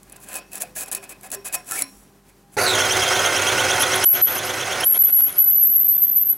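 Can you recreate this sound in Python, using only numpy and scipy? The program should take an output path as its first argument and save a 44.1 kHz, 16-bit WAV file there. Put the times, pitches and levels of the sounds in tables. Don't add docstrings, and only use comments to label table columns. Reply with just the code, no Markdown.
import sys
import numpy as np
from scipy import signal
from scipy.fft import rfft, irfft
from scipy.io import wavfile
from scipy.ndimage import uniform_filter1d, minimum_filter1d

SR = 44100
rng = np.random.default_rng(int(sys.argv[2]) if len(sys.argv) > 2 else 0)


def rack_gain(trim_db):
    fader = np.asarray(trim_db, float)
    return 10 ** (fader / 20)


def unload_wav(signal):
    wavfile.write(
        sys.argv[1],
        SR,
        np.round(np.clip(np.atleast_2d(signal).T, -1, 1) * 32767).astype(np.int16),
    )


N = 280917
T = np.arange(N) / SR
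CUT_S = 2.568
LAP_S, TURN_S = .1124, .1345

# (frequency [Hz], level [dB])
MACHINE = [(30, -26), (78, -14), (115, 0), (189, -17), (384, -2), (740, -1.5), (1150, -1), (1460, -7),
           (1750, -4), (2200, -2.5), (2700, -5.5), (3300, -15.5), (4150, -8), (4750, -16.5), (5250, -13),
           (5800, -9.5), (6450, -7.5), (7100, -17), (8300, -18), (9200, -13), (11000, -29), (16000, -29)]
# (time [s], frequency [Hz], level [dB])
GRIP = (2.8, 3150, -15)
# (share of turn, pitch shift [Hz], level [dB])
RUNOUT = [(0, -170, 1), (.03, 201.5, -4.5), (.25, 80, -3), (.36, -87.5, -2.5), (.42, -165, -12.5),
          (.48, -130, -1), (.57, 121, -5), (.68, 434, -4.8), (.85, -285, 1), (.95, -295, -1.5),
          (1, -170, 1.5)]
# (time [s], level [dB], mean frequency [Hz], warble depth, depth of the level dips)
CUT = [
    (5.43, -18, 11720, 0.21, 0.43),
    (5.55, -17, 11990, 1.2, 0.73),
    (5.75, -18, 11970, 1.4, 0.83),
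    (5.95, -16.5, 12180, 0.85, 1.76),
    (6.2, -17, 12170, 0.94, 2.1),
    (6.31, -18.5, 12120, 1.4, 0.67),
    (6.333, -25, 11800, 0.33, .3),
    (6.34, -39, 11700, 0.13, .1),
    (6.37, -45, 12100, 0.24, .1),
]


def evened(x):
    return x / np.sqrt(np.mean(x ** 2) + 1e-20)


def curves(rows, t=T):
    s, *columns = np.transpose(rows)
    return [np.interp(t, s, c) for c in columns]


def colour(x, points, scale=1):
    f, db = np.transpose(points)
    hz = np.fft.rfftfreq(N, 1 / SR)
    gain_db = scale * np.interp(np.log(hz + 1), np.log(f), db)
    return irfft(rfft(x) * rack_gain(gain_db), N)


def drift(hz):
    sos = signal.butter(4, hz, fs=SR, output="sos")
    return evened(signal.sosfilt(sos, rng.standard_normal(N)))


def grit(spread_db, hz):
    return evened(rng.standard_normal(N) * rack_gain(spread_db * drift(hz)))


def resonate(x, hz, width, count=1):
    r = np.exp(-np.pi * width / SR)
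    if np.ndim(hz) == 0:
        return 2 * signal.lfilter([1 - r], [1, -r * np.exp(2j * np.pi * hz / SR)], x).real
    turn = np.exp(2j * np.pi * np.cumsum(hz) / SR)
    smooth = signal.lfilter([(1 - r) ** count], np.poly([r] * count), x * turn.conj())
    return 2 * (turn * smooth).real


def ring(s, modes):
    out, at = np.zeros(N), round(s * SR)
    u = T[:min(SR, N - at)]
    out[at:at + SR] = sum(rack_gain(db - 60 * u / t60) * np.sin(2 * np.pi * hz * u) for hz, db, t60 in modes)
    return out


def swell(start, rise, hold, rise_db, fall_db, t=T):
    u = t - start
    rising = rise_db * np.log10(np.clip(u / max(rise, 1e-3), 1e-3, 1))
    return rising - fall_db * np.clip(u - rise - hold, 0, 1)


def room(x, t60, delay=300):
    t = T[:SR // 2]
    tail = rng.standard_normal((2, len(t))) * rack_gain(-60 * t / t60) * (t * SR > delay)
    return signal.fftconvolve(x[None], tail / np.linalg.norm(tail[0]), axes=1)[:, :N]


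def shop():
    # (frequency [Hz], level [dB])
    air_spectrum = [(35, -30), (60, -25), (96, -7.5), (202, -7), (398, -11), (469, -15.5), (803, -15.5),
                    (3420, -27.5), (11300, -27), (16000, -31.5)]
    # (frequency [Hz], level [dB])
    hum_lines = [(48.4, -63), (152, -68.5), (199.2, -61), (299, -74.5), (398.4, -65.5), (802.1, -71)]
    air = colour(grit(1.2, hz=12) + .18 * rng.standard_normal((2, N)), air_spectrum)
    hum = sum(rack_gain(db + 2.5 * drift(6)) * np.sqrt(2) * np.sin(2 * np.pi * hz * T) for hz, db in hum_lines)
    return rack_gain(-53.5 - 2.0 * (T > 2.04)) * evened(air) + hum


def strokes():
    # (start [s], rise [s], hold [s], thread hiss [dB], body [dB])
    slides = [(0.067, 0.083, 0.021, -67, -45.5), (0.201, 0.038, 0.002, -36, -48),
              (0.24, 0.1, 0.048, -32, -34), (0.508, 0.04, 0.034, -31.5, -38),
              (0.596, 0.022, 0.0084, -20.5, -34.5), (0.749, 0.017, 0.067, -24.5, -38),
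              (.857, 0.027, 0.0012, -35.5, -38.5), (0.914, 0.01, 0.0038, -17.5, -34),
              (0.944, 0.0031, 0.025, -28.5, -37.5), (1.01, 0.028, 0.0085, -38.5, -40.5),
              (1.086, 0.013, 0.024, -35, -40.5), (1.219, 0.024, 0.026, -36, -41),
              (1.314, 0.017, 0.014, -23.5, -34), (1.443, 0.013, 0.023, -24, -34),
              (1.521, 0.026, 0.0041, -15, -29.5), (1.649, 0.1, 0.066, -22.5, -34),
              (2.273, 0.021, 0.0033, -50, -56), (2.514, 0.022, 0.013, -43.5, -61)]
    rise_db, rest_s = 21, 2.04
    t = T[::16]
    hiss, body = [], []
    for s, rise, hold, hiss_db, body_db in slides:
        lift_db = 33 * (np.clip(t - s - rise - hold, 0, 1) / 0.021) ** 2
        hiss.append(hiss_db + swell(s, rise, hold, rise_db, 352, t) - lift_db)
        hiss.append(hiss_db - 19.5 + swell(s, rise, hold, rise_db, 232, t))
        body.append(body_db + swell(s, rise, hold, rise_db, 259, t))
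    hiss.append(-39 + swell(1.67, 0, 0, rise_db, 35, t) - 400 * np.maximum(t - rest_s, 0))
    return [np.interp(T, t, np.maximum(np.max(db, axis=0), -100)) for db in (hiss, body)]


def ticks():
    # (time [s], peak level [dB])
    taps = [(0.0314, -34.5), (0.097, -31.5), (0.1217, -26.5), (0.126, -27.5), (0.161, -32), (0.1652, -28.5),
            (0.2015, -32), (0.2872, -23.5), (0.33, -19), (0.341, -15), (0.354, -13), (0.36, -15),
            (0.367, -19), (0.371, -20), (0.5177, -27), (0.532, -20), (0.555, -14), (0.579, -23),
            (0.605, -28), (0.62, -9), (0.7547, -25), (0.763, -26), (0.7844, -16), (0.788, -16),
            (0.808, -15), (0.823, -22), (0.8599, -24), (0.881, -24), (0.9148, -12), (0.949, -7.5),
            (0.9665, -21), (1.0286, -36), (1.039, -30), (1.093, -21), (1.107, -40), (1.2103, -30),
            (1.2326, -25), (1.303, -25), (1.3163, -11.5), (1.3472, -13.5), (1.45, -24), (1.527, -14),
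            (1.5376, -21), (1.5434, -8), (1.555, -31), (1.6447, -35.5), (1.6896, -23), (1.711, -4.5),
            (1.719, -10.5), (1.7793, -18), (1.791, -8.5), (1.821, -5.5), (2.2994, -48)]
    # (frequency [Hz], level [dB], t60 [s])
    contact = [(7300, -19, 0.0093), (10300, 4, 0.011), (12500, -3, 0.011), (15400, -20, .005),
               (4440, -11, 0.011)]
    # (frequency [Hz], level [dB], t60 [s])
    set_down = [(4060, -45, .15), (4130, -46, .25), (4170, -48, .15), (10190, -32, .13), (10250, -33, .1),
                (10400, -33, .1), (4540, -48, .15), (6280, -48, .1), (2374, -43, .15)]
    strikes, power = np.zeros(N), np.zeros(N)
    u = T[:1000]
    burst = (1 - np.exp(-u / 0.00075)) * np.exp(-u / 0.0013)
    for s, db in taps:
        at = round(s * SR)
        strikes[at] = rack_gain(db - 17)
        power[at:][:1000] += rack_gain(2 * db - 12.0) * burst
    ringing = signal.oaconvolve(strikes, ring(0, contact)[:600])[:N]
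    return power, ringing + ring(taps[-2][0], set_down) * (1 + 0.91 * drift(63))


def knocks():
    # (time [s], peak level [dB], frequency [Hz], t60 [s])
    blows = [(0.333, -34, 2597, 0.44), (0.362, -21, 2525, 0.13), (0.522, -38, 2580, 0.35),
             (0.618, -35, 504, 0.47), (.635, -20.5, 717, 0.072), (.762, -30.5, 640, .2),
             (.787, -26.5, 2490, 0.13), (0.786, -36, 1690, .08), (.885, -37, 780, 0.14),
             (0.915, -29, 1670, 0.081), (.916, -33, 780, .12), (0.945, -34, 390, 0.64),
             (0.957, -28, 2525, 0.15), (1.031, -38, 2550, 0.2), (1.236, -38, 1690, .2),
             (1.255, -33, 763, .15), (1.358, -27.5, 396, 0.38), (1.462, -31, 2510, 0.16),
             (1.535, -21, 2525, 0.12), (1.558, -23.5, 727, 0.18), (1.719, -20, 1345, 0.18),
             (1.72, -25, 1730, 0.22), (1.722, -27, 780, 0.12), (1.765, -26.5, 775, 0.19),
             (1.775, -21, 2300, 0.12), (1.816, -29.5, 273, 0.32), (1.82, -31, 4000, 0.068)]
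    # (frequency [Hz], level [dB], t60 [s])
    bell_modes = [(5520, 16.5, 0.3), (5700, 1, 0.88)]
    # (time [s], level [dB])
    bell_strikes = [(.357, -64), (0.554, -62), (.755, -70), (.81, -61), (.915, -69), (.95, -66),
                    (1.093, -79), (1.349, -63), (1.556, -58.5), (1.732, -55), (1.82, -54.5)]
    bell = sum(rack_gain(db) * ring(s, bell_modes) for s, db in bell_strikes)
    dull = sum(ring(s, [(hz, db - 8.5, t60)]) for s, db, hz, t60 in blows)
    return bell * (1 + 0.26 * drift(44)) + dull * (1 + .2 * drift(26))


def handling():
    # (frequency [Hz], level [dB per Hz])
    thread = [(1760, -22.5), (3000, -16.5), (5220, -14.5), (8050, -0.5), (8760, -8.5), (10300, 2),
              (11800, -9.5), (12800, -1.5), (13800, -19), (15100, -10), (16000, -7.5)]
    # (frequency [Hz], level [dB per Hz])
    body_spectrum = [(88, -56), (150, -36), (263, 11), (444, 8), (748, 16), (871, 5), (1370, 6.5),
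                     (1530, 8.5), (2470, -2), (4000, -3), (5200, -1), (8800, -120)]
    # (frequency [Hz], level [dB], t60 [s])
    part_modes = [(1656, -2.5, 0.018), (780, -17, 0.079), (640, -23, 0.073), (1026, -4, 0.059),
                  (553, -7, 0.04), (2535, 2, 0.014), (2600, -16, 0.01), (1780, -6, 0.01),
                  (8300, -28, 0.006), (9700, -33, 0.022), (12800, -29, .02), (15200, -32, .015)]
    # (time [s], frequency [Hz], level [dB])
    scrape = [(0, 2530, -10.5), (1.2, 2440, -6.5), (1.35, 1740, -11), (1.55, 2400, -12), (1.71, 1360, -6),
              (1.75, 1400, -5), (1.765, 2100, -3), (1.8, 2150, 1), (1.9, 2230, -4.5)]
    hiss_db, body_db = strokes()
    tick_power, tick_ringing = ticks()
    scrape_hz, scrape_db = curves(scrape)
    grains, rub = grit(1.8, hz=284), grit(1.8, hz=73)
    upper = np.sqrt(rack_gain(2 * hiss_db - 10.5) + tick_power)
    lower = rack_gain(body_db - 8.0) + rack_gain(-26) * upper
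    scraping = evened(resonate(rub, scrape_hz * (1 + 0.011 * drift(27)), width=220))
    body = evened(colour(rub, body_spectrum)) + rack_gain(scrape_db) * scraping
    direct = upper * evened(colour(grains, thread)) + lower * body + tick_ringing + knocks()
    for hz, db, t60 in part_modes:
        drive = (upper if hz > 3000 else lower) * grains
        level = rack_gain(db + 2.5 * drift(25)) * np.sqrt(SR * t60 / 14)
        direct += level * resonate(drive, hz, 0.54 / t60)
    return direct + rack_gain(-23.5) * room(direct, 0.047)


def gain_control():
    # (time [s], level [dB])
    setting = [(2.568, -26.5), (2.585, -21.5), (4.04, -22.5), (4.15, -29.5), (4.84, -27), (4.98, -36),
               (5.1, -41.5), (5.37, -40.5), (5.49, -49), (5.6, -52.5), (6.37, -56)]
    # (time [s], machine level [dB], wait [s])
    slams = [
        (4.046, -49, 0.066),
        (4.217, -51.5, 0.022),
        (4.846, -46, 0.084),
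        (4.977, -47, 0.099),
        (5.105, -48, 0.085),
        (5.214, -49.5, 0.039),
        (5.394, -52, 0.057),
        (5.497, -53, 0.056),
    ]
    db, = curves(setting)
    for s, low_db, wait in slams:
        u = T - s
        climb_db = low_db + 466 * np.maximum(u - wait, 0)
        db = db + np.clip(u / 0.0023, 0, 1) * np.minimum(climb_db - db, 0)
    swing_db = uniform_filter1d(curves(RUNOUT, T / TURN_S % 1)[1], size=600)
    return db - 0.16 * (T > CUT[1][0]) * swing_db


def lathe():
    hollows = [231, 301, 463, 651, 845, 937, 1028, 1125, 1184, 1663, 1744, 1884, 2137, 2239, 2374, 2439,
               2627, 2713, 2859, 2998]
    # (frequency [Hz], width [Hz], share missing)
    loose = (2950, 800, .6)
    # (frequency [Hz], level [dB])
    gear_lines = [(376.8, -35.5), (511.4, -39), (613.7, -38), (732.1, -37.5), (882.9, -40), (1415, -38.5),
                  (1464, -35), (1531, -39), (5902, -46), (1717, -43), (1841, -41), (2099, -42), (2277, -44)]
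    # (frequency [Hz], level [dB])
    panel_modes = [(280, -51), (323, -49), (447, -48), (474, -48), (544, -41), (565, -45), (700, -41),
                   (765, -41), (969, -45), (1077, -45), (1152, -45), (1303, -44), (1340, -44), (1486, -42),
                   (1583, -42), (1906, -45), (1960, -44), (2024, -44), (2159, -45), (2476, -45),
                   (2584, -44), (2659, -46), (2778, -46), (2891, -45)]
    # (frequency [Hz], width [Hz], level [dB])
    casting = (1430, 130, -17)
    # (frequency [Hz], level [dB], t60 [s])
    clunk = [(413.6, 6, 0.18), (840, 9.5, 0.071), (1360, -6, 1)]
    shake = grit(1.65, hz=42.2)
    rumble = rack_gain(-1.0) * evened(colour(shake, MACHINE))
    for hz in hollows:
        rumble = rumble - .7 * resonate(rumble, hz, 33)
    slack = np.clip((GRIP[0] - T) / .1, 0, 1)
    rumble = rumble - loose[2] * slack * resonate(rumble, *loose[:2])
    gears = sum(rack_gain(db + 22) * evened(resonate(shake, hz, 6)) for hz, db in gear_lines)
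    panels = rack_gain(20) * sum(rack_gain(db) * evened(resonate(shake, hz, 9)) for hz, db in panel_modes)
    motor = rack_gain(-17 + 1.5 * drift(8)) * np.sin(2 * np.pi * 97.5 * T + .2 * drift(5))
    headstock = rack_gain(casting[2]) * evened(resonate(shake, *casting[:2]))
    take_up = ring(CUT_S, clunk) * (1 + .5 * drift(87))
    return rumble + headstock + gears + panels + motor + belt() + flecks() + take_up


def chirp(hz, db, over_db, width, levels_db, clean=0):
    stutter, out, turns = grit(2.4, hz=140), 0, np.cumsum(hz) / SR
    for k, level_db in enumerate(levels_db, 1):
        band = evened(resonate(stutter, k * hz, k * width, count=2))
        tone = np.sqrt(2) * np.cos(2 * np.pi * k * turns)
        band = np.sqrt(1 - clean ** 2) * band + clean * tone
        out = out + rack_gain(level_db + over_db * (k > 1)) * band
    return rack_gain(db) * out


def belt():
    # (time [s], frequency [Hz], level [dB])
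    slip = [
        (2.57, 4600, -20),
        (2.655, 4550, -14),
        (2.675, 4020, 3),
        (2.72, 3750, -2),
        (2.76, 3400, -9),
    ]
    # (share of lap, frequency [Hz], level [dB], overtone level [dB])
    splice = [(0, 2600, -22, 4), (.03, 2620, -6, 3), (.12, 2680, -6, 3), (.17, 2880, -5, 1),
              (.22, 3000, -5, 2), (.26, 3150, -1, 3), (.32, 3230, 1, -3), (.35, 3550, -1, -10),
              (.43, 3560, -6, -9), (.55, 3400, -12, -6), (.62, 3350, -30, -4), (1, 2550, -40, 4)]
    # (share of lap, frequency [Hz], level [dB], overtone level [dB])
    cheeps = [(0, 3240, -30, -3), (.35, 3200, -24, -3), (.41, 3230, -1, 1), (.5, 3250, -2, 1),
              (.57, 3230, -20, -2), (.7, 3300, -11, -4), (.82, 3240, -26, -3), (.88, 3250, 0, -2),
              (.94, 3260, -2, -3), (1, 3240, -30, -3)]
    # (time [s], level [dB])
    cheep_fade = [(2.8, 4.5), (4.0, -3.5), (5.4, -11)]
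    # (time [s], overtone level [dB], flicker [dB])
    splice_wear = [
        (3.3, 0.5, 1.2),
        (4.0, 0, 2),
        (5.4, -3, 3.5),
    ]
    harmonics_db = [2, 1.5, -8.5, -13]
    # (frequency [Hz], width [Hz], level [dB])
    guard = [(3173, 28, 15), (4700, 500, -0.5), (6200, 31, 3), (8100, 140, 5), (9000, 99, 26.5),
             (11100, 88, -43)]
    hz, db = curves(slip + [GRIP])
    out = chirp(hz, db + 1.0, -9.5, 530, harmonics_db)
    broad = rack_gain(db - 34) * (T < GRIP[0]) * grit(2.4, hz=80)
    wear_db, flicker_db = curves(splice_wear)
    gripped_db = -40 * (T < GRIP[0] - .05)
    cheep_db = curves(cheep_fade)[0] - 4.5
    for rows, start, loud_db, width in (splice, .25, -4, 220), (cheeps, 0, cheep_db, 150):
        lap = (T / LAP_S + start) % 1
        hz, db, over_db = (uniform_filter1d(c, size=100) for c in curves(rows, lap))
        hz = hz * (1 + .012 * drift(70))
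        db = db + loud_db + 1.5 * drift(70) + drift(12) + gripped_db
        if rows is splice:
            hz = hz * (1 + 0.0074 * drift(40.5))
            over_db = over_db + wear_db + flicker_db * drift(62)
            db = db + .5 * wear_db + .5 * flicker_db * drift(60)
        out += chirp(hz, db, over_db, width, harmonics_db, clean=.62)
        out += chirp(hz, -11 + 0.6 * db + gripped_db, over_db, 500, harmonics_db[:3])
    lifted = sum(rack_gain(db - 17.5) * resonate(out, hz, width) for hz, width, db in guard)
    return broad + rack_gain(-3.0) * out + lifted


def flecks():
    # (frequency [Hz], width [Hz], level [dB], share of lap)
    plates = [(3235, 55, -20.5, 0.0061), (3370, 130, -18.5, 0.18), (2920, 230, -21, 0.92),
              (5080, 180, -21.5, 0.61), (5600, 90, -24.5, 1), (5760, 66, -26.5, .02), (6430, 100, -31.5, 0),
              (8030, 110, -26, 0.69), (8900, 82, -36, 0.21), (10370, 170, -29.5, 0)]
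    # (start [s], hold [s], frequency [Hz], level [dB])
    catches = [
        (2.585, .07, 6400, -12),
        (2.585, .065, 4600, -9),
        (2.735, .025, 6550, -9),
        (2.775, .06, 5500, -11),
        (2.66, .04, 5300, -18),
    ]
    out = 0
    for hz, width, db, share in plates:
        lap_db = 10 * np.cos(2 * np.pi * (T / LAP_S - share)) - 40 * (T < GRIP[0])
        out = out + rack_gain(db + lap_db) * evened(resonate(grit(4, hz=44.5), hz, width))
    for s, hold, hz, db in catches:
        whistle = evened(resonate(grit(2, hz=60), hz + 0 * T, 260, count=2))
        out = out + rack_gain(db + swell(s, 0.0061, hold, 20, 600)) * whistle
    return out


def chips(machine_db, squeal_db):
    # (frequency [Hz], level [dB])
    chip_spectrum = [(7500, -18.5), (9000, -13.5), (10200, 8.5), (11000, 0), (12600, -3.5), (13400, -12),
                     (14500, -21), (15500, -26)]
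    # (time [s], level re squeal [dB])
    shed = [
        (4.05, -18),
        (5.2, -17),
        (5.5, -28.5),
    ]
    # (time [s], level [dB], build-up [s])
    snaps = [(2.65, -22, 0.075), (3.824, -14, 0.032), (3.964, -23.5, 0.031), (4.02, -33, 0.31),
             (4.045, -8, 0.0069), (4.388, -26.5, 0.1), (4.46, -25.5, 0.019), (4.81, -31, 0.013),
             (4.847, -13.5, 0.0082), (4.972, -23.5, 0.074), (5.105, -24.5, 0.026), (5.215, -28.5, 0.066),
             (5.36, -32, 0.25), (5.778, -47, 0.019), (6.32, -41, .03), (6.37, -45, .06)]
    level = rack_gain(machine_db - 13) + rack_gain(squeal_db + curves(shed)[0])
    for s, db, rise in snaps:
        level = np.maximum(level, rack_gain(db + swell(s - rise, rise, 0, 13, 1200)))
    hiss = evened(colour(grit(3, hz=90), chip_spectrum))
    return .4 * np.tanh(level * rack_gain(-3) * hiss / .4)


def cutting():
    # (start [s], hold [s], squeal level [dB], frequency [Hz], decay [dB per s])
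    bites = [(4.047, 0.089, -18.5, 11680, 178), (4.212, 0.052, -18.5, 11840, 133),
             (4.451, 0.009, -39, 11630, 86), (4.851, 0.083, -20, 11600, 151),
             (4.969, 0.014, -21, 11370, 906), (4.984, 0.044, -18.5, 11700, 300),
             (5.034, 0.0081, -11.5, 11750, 123.5), (5.117, 0.098, -20, 11630, 100),
             (5.209, 0.069, -21.5, 11630, 422), (5.36, 0.01, -34, 11500, 295),
             (5.375, 0.11, -17.5, 11680, 75)]
    rise_s = 0.011
    shift_hz, turn_db = curves(RUNOUT, T / TURN_S % 1)
    db, hz, depth, dips = curves(CUT)
    db = db + dips * turn_db - 80 * (T < CUT[0][0])
    hz = hz + depth * shift_hz
    for s, hold, bite_db, bite_hz, dying_db in bites:
        u, inside = T - s, (T >= s) & (T < CUT[0][0])
        kick = np.exp(-abs(u - 0.016) / 0.015)
        new_db = bite_db + swell(s, rise_s, hold - rise_s, 28, dying_db) + 4 * kick
        new_db = new_db - 6 * (u > hold) - 40 * (u > 0.183)
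        new_hz = bite_hz + 220 * kick + 0.51 * shift_hz * (s > 4.98)
        db = np.where(inside, np.maximum(new_db, -90), db)
        hz = np.where(inside, new_hz, hz)
    return db, hz


def squeal(db, hz):
    rough = np.clip(.22 + .03 * (-13 - db), .1, .9)
    grip = np.sqrt(1 - rough ** 2) + rough * (drift(118) + 1j * drift(180))
    grip *= np.tanh(abs(grip) / 2.0) * 4.46 / abs(grip)
    fizz = rack_gain(-18 + 4.5 * drift(41)) * (drift(660) + 1j * drift(600))
    turns = np.cumsum(uniform_filter1d(hz, size=60) + 22 * drift(160)) / SR
    swing = uniform_filter1d(rack_gain(db), size=80) * np.sqrt(2) * (grip + fizz)
    ceiling = .55
    swing *= np.tanh(abs(swing) / ceiling) * ceiling / abs(swing)
    return (swing * np.exp(2j * np.pi * turns)).real


def scene():
    # (frequency [Hz], left minus right [dB])
    lean = [(60, -2.0), (150, -1.5), (380, -2.2), (950, -3.6), (2380, -3.2), (4000, -2.6), (5980, -1.0),
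            (7500, 1.5), (15000, 0.0)]
    # (frequency [Hz], width [Hz], level [dB])
    wall = (6500, 1700, -15.5)
    # (frequency [Hz], level [dB])
    floor_spectrum = [(22, -18), (60, -4.5), (160, 3), (400, 0.5), (1200, -80), (9000, -55)]
    machine_db = gain_control()
    squeal_db, squeal_hz = cutting()
    machine = .6 * np.tanh(rack_gain(machine_db) * lathe() / .6)
    bounce = rack_gain(wall[2]) * resonate(np.roll(machine, shift=30), *wall[:2])
    sides = np.array([colour(machine, lean, side / 2) for side in (1, -1)])
    machine = bounce * np.array([[1], [-1]]) + sides
    diffuse = evened(colour(rng.standard_normal((2, N)), MACHINE, 0.99))
    machine += rack_gain(machine_db - 20.0) * diffuse
    tool = chips(machine_db, squeal_db) + squeal(squeal_db, squeal_hz)
    tool = tool * rack_gain(np.array([[.25], [-.25]])) + rack_gain(-19) * room(tool, 0.023, delay=77)
    floor_db = -52 + 0.23 * (machine_db + 54.5)
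    floor = rack_gain(floor_db) * evened(colour(grit(1.5, hz=22), floor_spectrum))
    return np.where(T < CUT_S, handling() + shop(), machine + tool + floor)


def gate_treble(x):
    hz, t, z = signal.stft(x, SR, nperseg=2048)
    power = (abs(z) ** 2).mean(0)
    squeal_power = power[(hz > 11000) & (hz < 13000)].sum(0)
    mask = -minimum_filter1d(-squeal_power, size=5, origin=2)
    band = uniform_filter1d(power, size=32, axis=0)[16::32].repeat(32, axis=0)
    pitch = hz[:-1, None]
    threshold = rack_gain(-2 * 60 + (pitch - 13200) / 250) * mask * (t > CUT_S)
    hidden = (pitch > 13200) & (band < threshold) | (pitch > 15900)
    z[:, :-1] *= 1 - hidden
    return signal.istft(z, SR, nperseg=2048)[1][:, :N]


def roll_off(x):
    return signal.sosfilt(signal.butter(12, 16630, fs=SR, output="sos"), x)


def record(dry):
    mix = gate_treble(dry)
    return roll_off(mix)


dry = scene()
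out = record(dry)
unload_wav(out)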